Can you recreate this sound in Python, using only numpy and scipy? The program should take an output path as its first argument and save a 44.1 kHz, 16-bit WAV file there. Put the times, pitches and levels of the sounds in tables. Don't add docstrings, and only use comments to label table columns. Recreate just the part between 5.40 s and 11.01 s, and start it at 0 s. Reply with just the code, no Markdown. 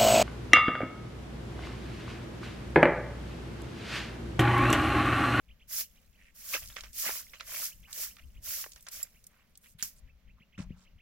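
import sys
import numpy as np
from scipy import signal
from scipy.fft import rfft, irfft, next_fast_len
from scipy.io import wavfile
from scipy.ndimage import uniform_filter1d

SR = 44100
rng = np.random.default_rng(int(sys.argv[2]) if len(sys.argv) > 2 else 0)


def bounce(signal):
    frames = np.transpose(np.atleast_2d(signal))
    limited = np.clip(frames, -1, 1)
    pcm = np.round(limited * 32767).astype(np.int16)
    wavfile.write(sys.argv[1], SR, pcm)


N = 247577
TIME = np.arange(N) / SR
PADDED = next_fast_len(N)
HZ = np.fft.rfftfreq(PADDED, 1 / SR)

# start in seconds, length in seconds, relative hiss level at mid-stroke in dB,
# leaning in dB/s, attack in seconds, lifting off in dB/s, grit against the hiss in dB,
# thrown dust against the hiss in dB.
STROKES = [(0.27, .14, -36.8, 37, .021, 495, -17, -32), (0.936, .209, -49.5, 120, .006, 230, -12, -10.5),
           (1.524, .273, -34.3, -61, .038, 400, -24, -13.5), (2.02, .238, -42.5, 44, .027, 300, -15, -24),
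           (2.478, .161, -30.8, -36, .073, 290, -12.5, -24.5),
           (3.012, .2, -37.9, -14, .023, 295, -14, -17.5), (3.5, .123, -45.4, -95, .013, 375, -11, -17)]
# frequency in Hz, relative density in dB per Hz.
STRAW_COLOUR = [(300, -32), (900, -30.5), (2000, -12), (3900, -10), (5400, -1), (7000, -2), (8300, -5.5),
                (9800, -7), (11300, 1), (13300, -2), (14500, 1.5), (16000, -3)]


def gain_of(db):
    return 10 ** (np.asarray(db) / 20)


def evened(x):
    return x / np.sqrt(np.mean(x ** 2) + 1e-20)


def read(points, hz):
    f, value = np.transpose(points)
    return np.interp(np.log(hz + 1), np.log(f + 1), value)


def add(mix, s, sound):
    part = mix[..., max(round(s * SR), 0):][..., :sound.shape[-1]]
    part += sound[..., :part.shape[-1]]


def hump(s, width_s):
    return np.exp(-.5 * ((TIME - s) / width_s) ** 2)


def dying(s, db_per_s):
    return (TIME >= s) * gain_of(-db_per_s * np.maximum(TIME - s, 0))


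def wander(rate_hz):
    lowpass = 1 / (1 + (HZ / rate_hz) ** 4)
    return evened(irfft(rfft(rng.standard_normal(PADDED)) * lowpass, PADDED)[:N])


def coloured(x, spectrum):
    log_gain = np.log(gain_of(read(spectrum, abs(np.fft.fftfreq(8192, 1 / SR)))))
    response = np.exp(signal.hilbert(log_gain).conj())
    taps = np.fft.ifft(response).real[:4096]
    return evened(signal.oaconvolve(x, taps[None], axes=1)[:, :N])


def band(x, hz, octaves):
    half = 2 ** (octaves / 2)
    edges = np.clip([hz / half, hz * half], 20, SR / 2 - 500)
    return signal.sosfilt(signal.butter(2, edges, "band", fs=SR, output="sos"), x)


def grains(per_s, spread_db, ring_s, top_hz, size):
    chance, strength, pitch, damping, phase = rng.random((5, N))
    at = np.flatnonzero(chance < per_s / SR)
    life = ring_s * (.15 + damping[at])
    loudness = gain_of(-spread_db * np.log(strength[at] + .015)) / np.sqrt(life)
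    swing = loudness * np.exp(2j * np.pi * phase[at])
    step = np.exp((2j * np.pi * top_hz * pitch[at] - 1 / life) / SR)
    side = rng.choice([-1, 1], N)[at]
    out = np.zeros((2, N + size))
    for age in range(size):
        out[0][at + age] += swing.real
        out[1][at + age] += swing.imag * side
        swing = swing * step
    return evened(out[:, :N])


def clicks(rows, octaves, scatter):
    out, t = np.zeros((2, N)), TIME[:4096]
    for s, db, hz, t60 in rows:
        burst = scatter * rng.standard_normal((2, len(t))) * gain_of(-60 * t / t60)
        burst[0, 0] += 1
        click = band(burst, hz, octaves)
        even = np.sqrt(SR * 0.0018 / np.sum(click ** 2))
        add(out, s, gain_of(db) * click * even)
    return out


def ring(modes):
    t = TIME[:SR]
    return sum(gain_of(db - 60 * t / t60) * np.cos(2 * np.pi * hz * t) for hz, db, t60 in modes)


def rocks(x, t60):
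    t = TIME[:SR // 3]
    sparse = (rng.random((2, len(t))) < 2000 / SR) * (t > .004)
    taps = rng.standard_normal((2, len(t))) * sparse * gain_of(-60 * t / t60)
    return signal.oaconvolve(x, taps / np.linalg.norm(taps[0]), axes=1)[:, :N]


def outdoors():
    # centre in seconds, relative level in dB, spread in seconds.
    puffs = [(.11, -60, .025), (.72, -63, .12), (1.27, -53, 0.062), (1.49, -57.5, 0.063), (2.09, -59, .03),
             (2.39, -54.5, .04), (2.62, -62, .08), (2.855, -50, .025), (2.97, -52, .07), (4.65, -54, 0.052),
             (4.91, -51, .04), (5.28, -49.5, 0.051), (5.53, -56.5, .04)]
    # frequency in Hz, relative density in dB per Hz.
    wind_colour = [(10, -5.5), (35, 0.5), (60, -0.5), (110, -13.5), (200, -20), (400, -42.5), (1500, -83.5)]
    air_colour = [(20, 2), (120, -6), (210, 1.5), (330, -15.5), (550, -9.5), (850, -18.5), (1400, -17),
                  (2300, -14.5), (4000, -21), (6500, -24.5), (9500, -43), (12000, -26), (16000, -27.5)]
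    breeze_db = -66.5
    power = gain_of(breeze_db) ** 2 + sum((gain_of(db) * hump(s, width)) ** 2 for s, db, width in puffs)
    gusts = coloured(rng.standard_normal((2, N)), wind_colour) * gain_of(2.57 * wander(12.6))
    air = coloured(rng.standard_normal((2, N)), air_colour) * gain_of(1.5 * wander(5.9))
    return np.sqrt(power) * gusts + gain_of(-70.5) * air


def chick():
    # time in seconds, relative level in dB.
    peeps = [(0.093, -60), (0.205, -61), (0.433, -64), (0.561, -67), (0.737, -69), (1.943, -59),
             (2.308, -57), (2.438, -57), (2.695, -61), (2.818, -64), (2.955, -63), (3.751, -67),
             (3.988, -70), (4.253, -66), (4.681, -66), (4.885, -65), (5.008, -62), (5.133, -62),
             (5.302, -64), (5.457, -65), (5.59, -64)]
    # offset in seconds, length in seconds, starting pitch and
    # pitch aimed at as shares of the reference pitch, level in dB.
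    slurs = [(-.012, 0.013, 0.6, 1.1, -6), (-.006, 0.011, 0.56, 1.12, -5), (0, .033, .58, 1., -0.5)]
    # time in seconds, pitch in Hz.
    pitch_drift = [(0, 3114), (3, 3025), (4.7, 2680), (5.1, 2950)]
    out = np.zeros((2, N))
    for s, db in peeps:
        reference_hz = np.interp(s, *np.transpose(pitch_drift))
        for offset, length, first, aim, slur_db in slurs:
            u = np.linspace(0, 1, int(length * SR))
            hook = np.interp(u, [0, .72, 1], [0, 1.05, .75])
            rough = 1 + .17 * uniform_filter1d(rng.standard_normal(len(u)), size=30)
            hz = reference_hz * (first + (aim - first) * hook) * rough
            swell = np.sin(np.pi * u ** 1.1).clip(0) ** 0.71
            tone = np.sin(2 * np.pi * np.cumsum(hz) / SR)
            add(out[0], s + offset, gain_of(db + slur_db) * swell * tone)
    return gain_of(4.) * out + gain_of(-9) * rocks(out[[0, 0]], t60=0.12)


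def rustles():
    # start in seconds, relative level in dB, length in seconds, centre in Hz,
    # width in octaves.
    rubs = [(0.75, -64, .19, 2200, .6), (0.76, -73, .18, 6000, 1.3), (2.464, -60, 0.073, 1520, 1.3),
            (2.56, -60.5, 0.058, 510, .8), (2.78, -57, .025, 2200, .7), (3.466, -52, .025, 1600, .9),
            (3.87, -71, .22, 1520, 1.3), (4.19, -62, .17, 9500, 1.5), (4.225, -63.5, .06, 2270, 1.3),
            (4.379, -52, .05, 2600, 1.3), (4.378, -54, 0.057, 11000, 1.3), (4.55, -64.5, .06, 7500, 1.3),
            (4.965, -72, .04, 1200, .5), (5.183, -60, .07, 5050, 1.3), (5.18, -62, .1, 700, 1.3),
            (5.352, -69, 0.12, 5000, 1.3), (5.3, -75, 0.19, 1130, .9)]
    fine = grains(per_s=4000, spread_db=2.5, ring_s=0.00072, top_hz=16970, size=100)
    out = np.zeros((2, N))
    for s, db, length, hz, octaves in rubs:
        swell = signal.windows.tukey(int(length * SR), .7)
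        piece = fine[:, int(s * SR):][:, :len(swell)]
        add(out, s, gain_of(db) * swell * evened(band(piece, hz, octaves)))
    return out


def steps():
    # start in seconds, relative level in dB.
    footfalls = [(1.219, -45), (1.297, -47), (1.362, -34), (1.382, -48), (1.434, -40), (1.932, -41),
                 (1.997, -38), (2.781, -51), (3.359, -50), (3.465, -43), (5.177, -44.5), (5.189, -45)]
    # frequency in Hz, relative density in dB per Hz.
    gravel_colour = [(100, -23.5), (280, -13.5), (400, -20), (520, -4.5), (660, -3.5), (830, -13.5),
                     (1100, -4.5), (1500, -1.5), (2300, 0), (3000, -3.5), (4000, -9.5), (6000, -8),
                     (9000, -20.5), (16000, -27.5)]
    attack_s, t60_s = .004, .14
    press = np.zeros(N)
    for s, db in footfalls:
        rise = np.clip((TIME - s) / attack_s, 0, 1)
        press += gain_of(db) * dying(s, 60 / t60_s) * rise
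    gravel = grains(per_s=3000, spread_db=2.5, ring_s=0.0014, top_hz=10040, size=240)
    return gain_of(-4.5) * press * coloured(gravel, gravel_colour)


def thumps():
    # start in seconds, relative level in dB, length in seconds.
    bumps = [(3.005, -56, .004), (4.348, -42, .008), (4.424, -50, 0.0031), (5.005, -55, 0.0037),
             (5.179, -39.5, .004), (5.19, -38.5, .002), (5.2, -31.5, 0.0039), (5.305, -37, .0028)]
    # frequency in Hz, level in dB, t60 in seconds.
    hollow_modes = [(110, -8, .08), (160.2, 0, .1), (197.6, 0, 0.1), (183.6, -15, 0.55), (292, -16, 0.027),
                    (510, -9.5, 0.078), (1020, -7.5, 0.062)]
    out = np.zeros((2, N))
    boom = ring(hollow_modes)
    for s, db, push_s in bumps:
        push = np.hanning(max(int(push_s * SR), 3))
        add(out[0], s, gain_of(db) * signal.fftconvolve(boom, push / push.sum()))
    return out


def flake():
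    # frequency in Hz, level in dB, t60 in seconds.
    flake_modes = [(4960, -10, .03), (5380, -12, 0.033), (7320, 4.5, .04), (7520, -12.5, .025),
                   (10300, -3.5, 0.036), (11050, -18.5, 0.017), (11470, 7.5, 0.021), (15200, -25.5, .02)]
    out = np.zeros((2, N))
    rise = np.minimum(TIME[:SR] / 0.00065, 1)
    lean = np.array([[1], [-.25]])
    add(out, 3.629, gain_of(-26.5) * ring(flake_modes) * rise * lean)
    return out


def pebbles():
    # start in seconds, relative level in dB, centre in Hz.
    knocks = [(1.363, -35, 2220), (1.692, -26.5, 670), (2.008, -29, 2500), (2.768, -43, 2040),
              (3.241, -31, 1500), (3.263, -38.5, 750)]
    t60_s = 0.022
    return gain_of(-2.0) * clicks([(*row, t60_s) for row in knocks], octaves=1.97, scatter=0.2)


def snaps():
    # start in seconds, relative level in dB, centre in Hz.
    straws = [(1.2586, -39, 6220), (1.2755, -41, 5410), (1.286, -38.5, 6110), (1.4077, -32, 4690),
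              (1.5313, -41, 6550), (2.1914, -32, 11300), (2.2199, -31, 7310), (2.5288, -28, 5800),
              (3.319, -38.5, 5500), (3.3334, -42, 6000), (3.3603, -42, 5300), (3.4077, -46, 8100),
              (3.4261, -40.5, 13000), (3.4675, -38.5, 4650), (3.486, -31.5, 6380), (3.5149, -37, 13900),
              (3.841, -45, 7000), (3.8677, -37, 9500), (4.1547, -47, 4830), (4.1744, -40, 11000)]
    t60_s = 0.025
    return gain_of(-2.0) * clicks([(*row, t60_s) for row in straws], octaves=1.27, scatter=0.28)


def landing():
    # start in seconds, relative level in dB, centre in Hz, scatter t60 in seconds.
    impacts = [(4.426, -24.5, 6300, 0.0066), (4.4262, -38.5, 1730, 0.017), (4.4262, -47.5, 524, .02),
               (4.427, -31, 6300, 0.079)]
    return gain_of(2.5) * clicks(impacts, octaves=0.51, scatter=0.1)


def contact(start, length, db, lean_db_per_s, attack_s, lift_db_per_s):
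    age = np.maximum(TIME - start, 0)
    touch = -42 * np.exp(-age / attack_s)
    lean = lean_db_per_s * (np.minimum(age, length) - length / 2)
    lift = lift_db_per_s * np.maximum(age - length, 0)
    return (TIME >= start) * gain_of(db + touch + lean - lift)


def trickle():
    fade_db_per_s, rise_s = 44, .03
    loose = gain_of(-80) * dying(0, 1.5)
    for *stroke, _, dust_db in STROKES:
        lift_s = stroke[0] + stroke[1]
        thrown = np.interp(lift_s, TIME, contact(*stroke)) * gain_of(dust_db)
        rise = np.clip((TIME - lift_s) / rise_s, 0, 1)
        loose = loose + thrown * dying(lift_s, fade_db_per_s) * rise
    dust = grains(per_s=7000, spread_db=3.0, ring_s=0.00078, top_hz=17120, size=80)
    crumbs = grains(per_s=170, spread_db=3, ring_s=0.0033, top_hz=12020, size=300)
    fine = gain_of(0.5) * coloured(dust, STRAW_COLOUR)
    coarse = gain_of(-6.5) * evened(band(crumbs, 4500, octaves=2.8))
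    return loose * (fine + coarse)


def broom():
    # centre in seconds, relative rattle level
    # in dB, spread in seconds.
    heaps = [(1.151, -30.5, .014), (1.678, -34, .022), (1.757, -48, .04), (2.164, -48.5, .055),
             (3.081, -48, .007), (3.62, -60, .035)]
    # frequency in Hz, relative density in dB per Hz.
    grit_colour = [(100, -23.5), (280, -13.5), (400, -20), (520, -4.5), (660, -3.5), (830, -13.5),
                   (1100, -4.5), (1500, -1.5), (2300, 0), (3000, -3.5), (4000, -9.5), (6000, -8),
                   (9000, -20.5), (16000, -27.5)]
    hiss = gain_of(-34.5) * dying(4.427, db_per_s=301)
    rattle = gain_of(-16.5) * hiss + sum(gain_of(db) * hump(s, width) for s, db, width in heaps)
    for *stroke, grit_db, _ in STROKES:
        press = contact(*stroke)
        hiss = hiss + press
        rattle = rattle + gain_of(grit_db) * press
    tips = grains(per_s=20000, spread_db=1.56, ring_s=.0009, top_hz=17060, size=80)
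    tips = tips * gain_of(0.91 * wander(35))
    grit = grains(per_s=2200, spread_db=2.5, ring_s=0.0041, top_hz=8010, size=400)
    grit = grit * gain_of(1.4 * wander(70))
    straw_sound = gain_of(3.) * hiss * coloured(tips, STRAW_COLOUR)
    return straw_sound + gain_of(-1.8) * rattle * coloured(grit, grit_colour)


def ports(x):
    # frequency in Hz, correlation (no unit).
    likeness = [(50, 0.9), (180, 0.77), (500, 0.55), (1200, 0.71), (2500, 0.35), (5000, 0.2),
                (10000, 0.1941), (16000, 0)]
    # frequency in Hz, left minus right in dB.
    balance = [(50, 3.5), (400, 3), (1200, -3), (2500, -3), (5500, -3), (9000, -1.7), (16000, -1.4)]
    shared, unshared = rfft(x, PADDED)
    same = np.clip(read(likeness, HZ), -1, 1)
    mid = shared * np.sqrt((1 + same) / 2)
    side = unshared * np.sqrt((1 - same) / 2)
    lean = gain_of(read(balance, HZ) / 2)
    lag = np.exp(-2j * np.pi * HZ * 5e-5)
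    return irfft(np.array([(mid + side) * lean * lag, (mid - side) / lean]), PADDED)[:, :N]


def scene():
    near = chick() + rustles() + steps() + thumps() + flake()
    near = near + pebbles() + snaps() + landing() + trickle() + broom()
    return ports(near + gain_of(-16.5) * rocks(near, t60=.14) + outdoors())


def record(dry):
    lowpass = signal.firwin(511, 16100, window=("kaiser", 9), fs=SR)
    return signal.oaconvolve(dry, lowpass[None], "same")


dry = scene()
out = record(dry)
bounce(out)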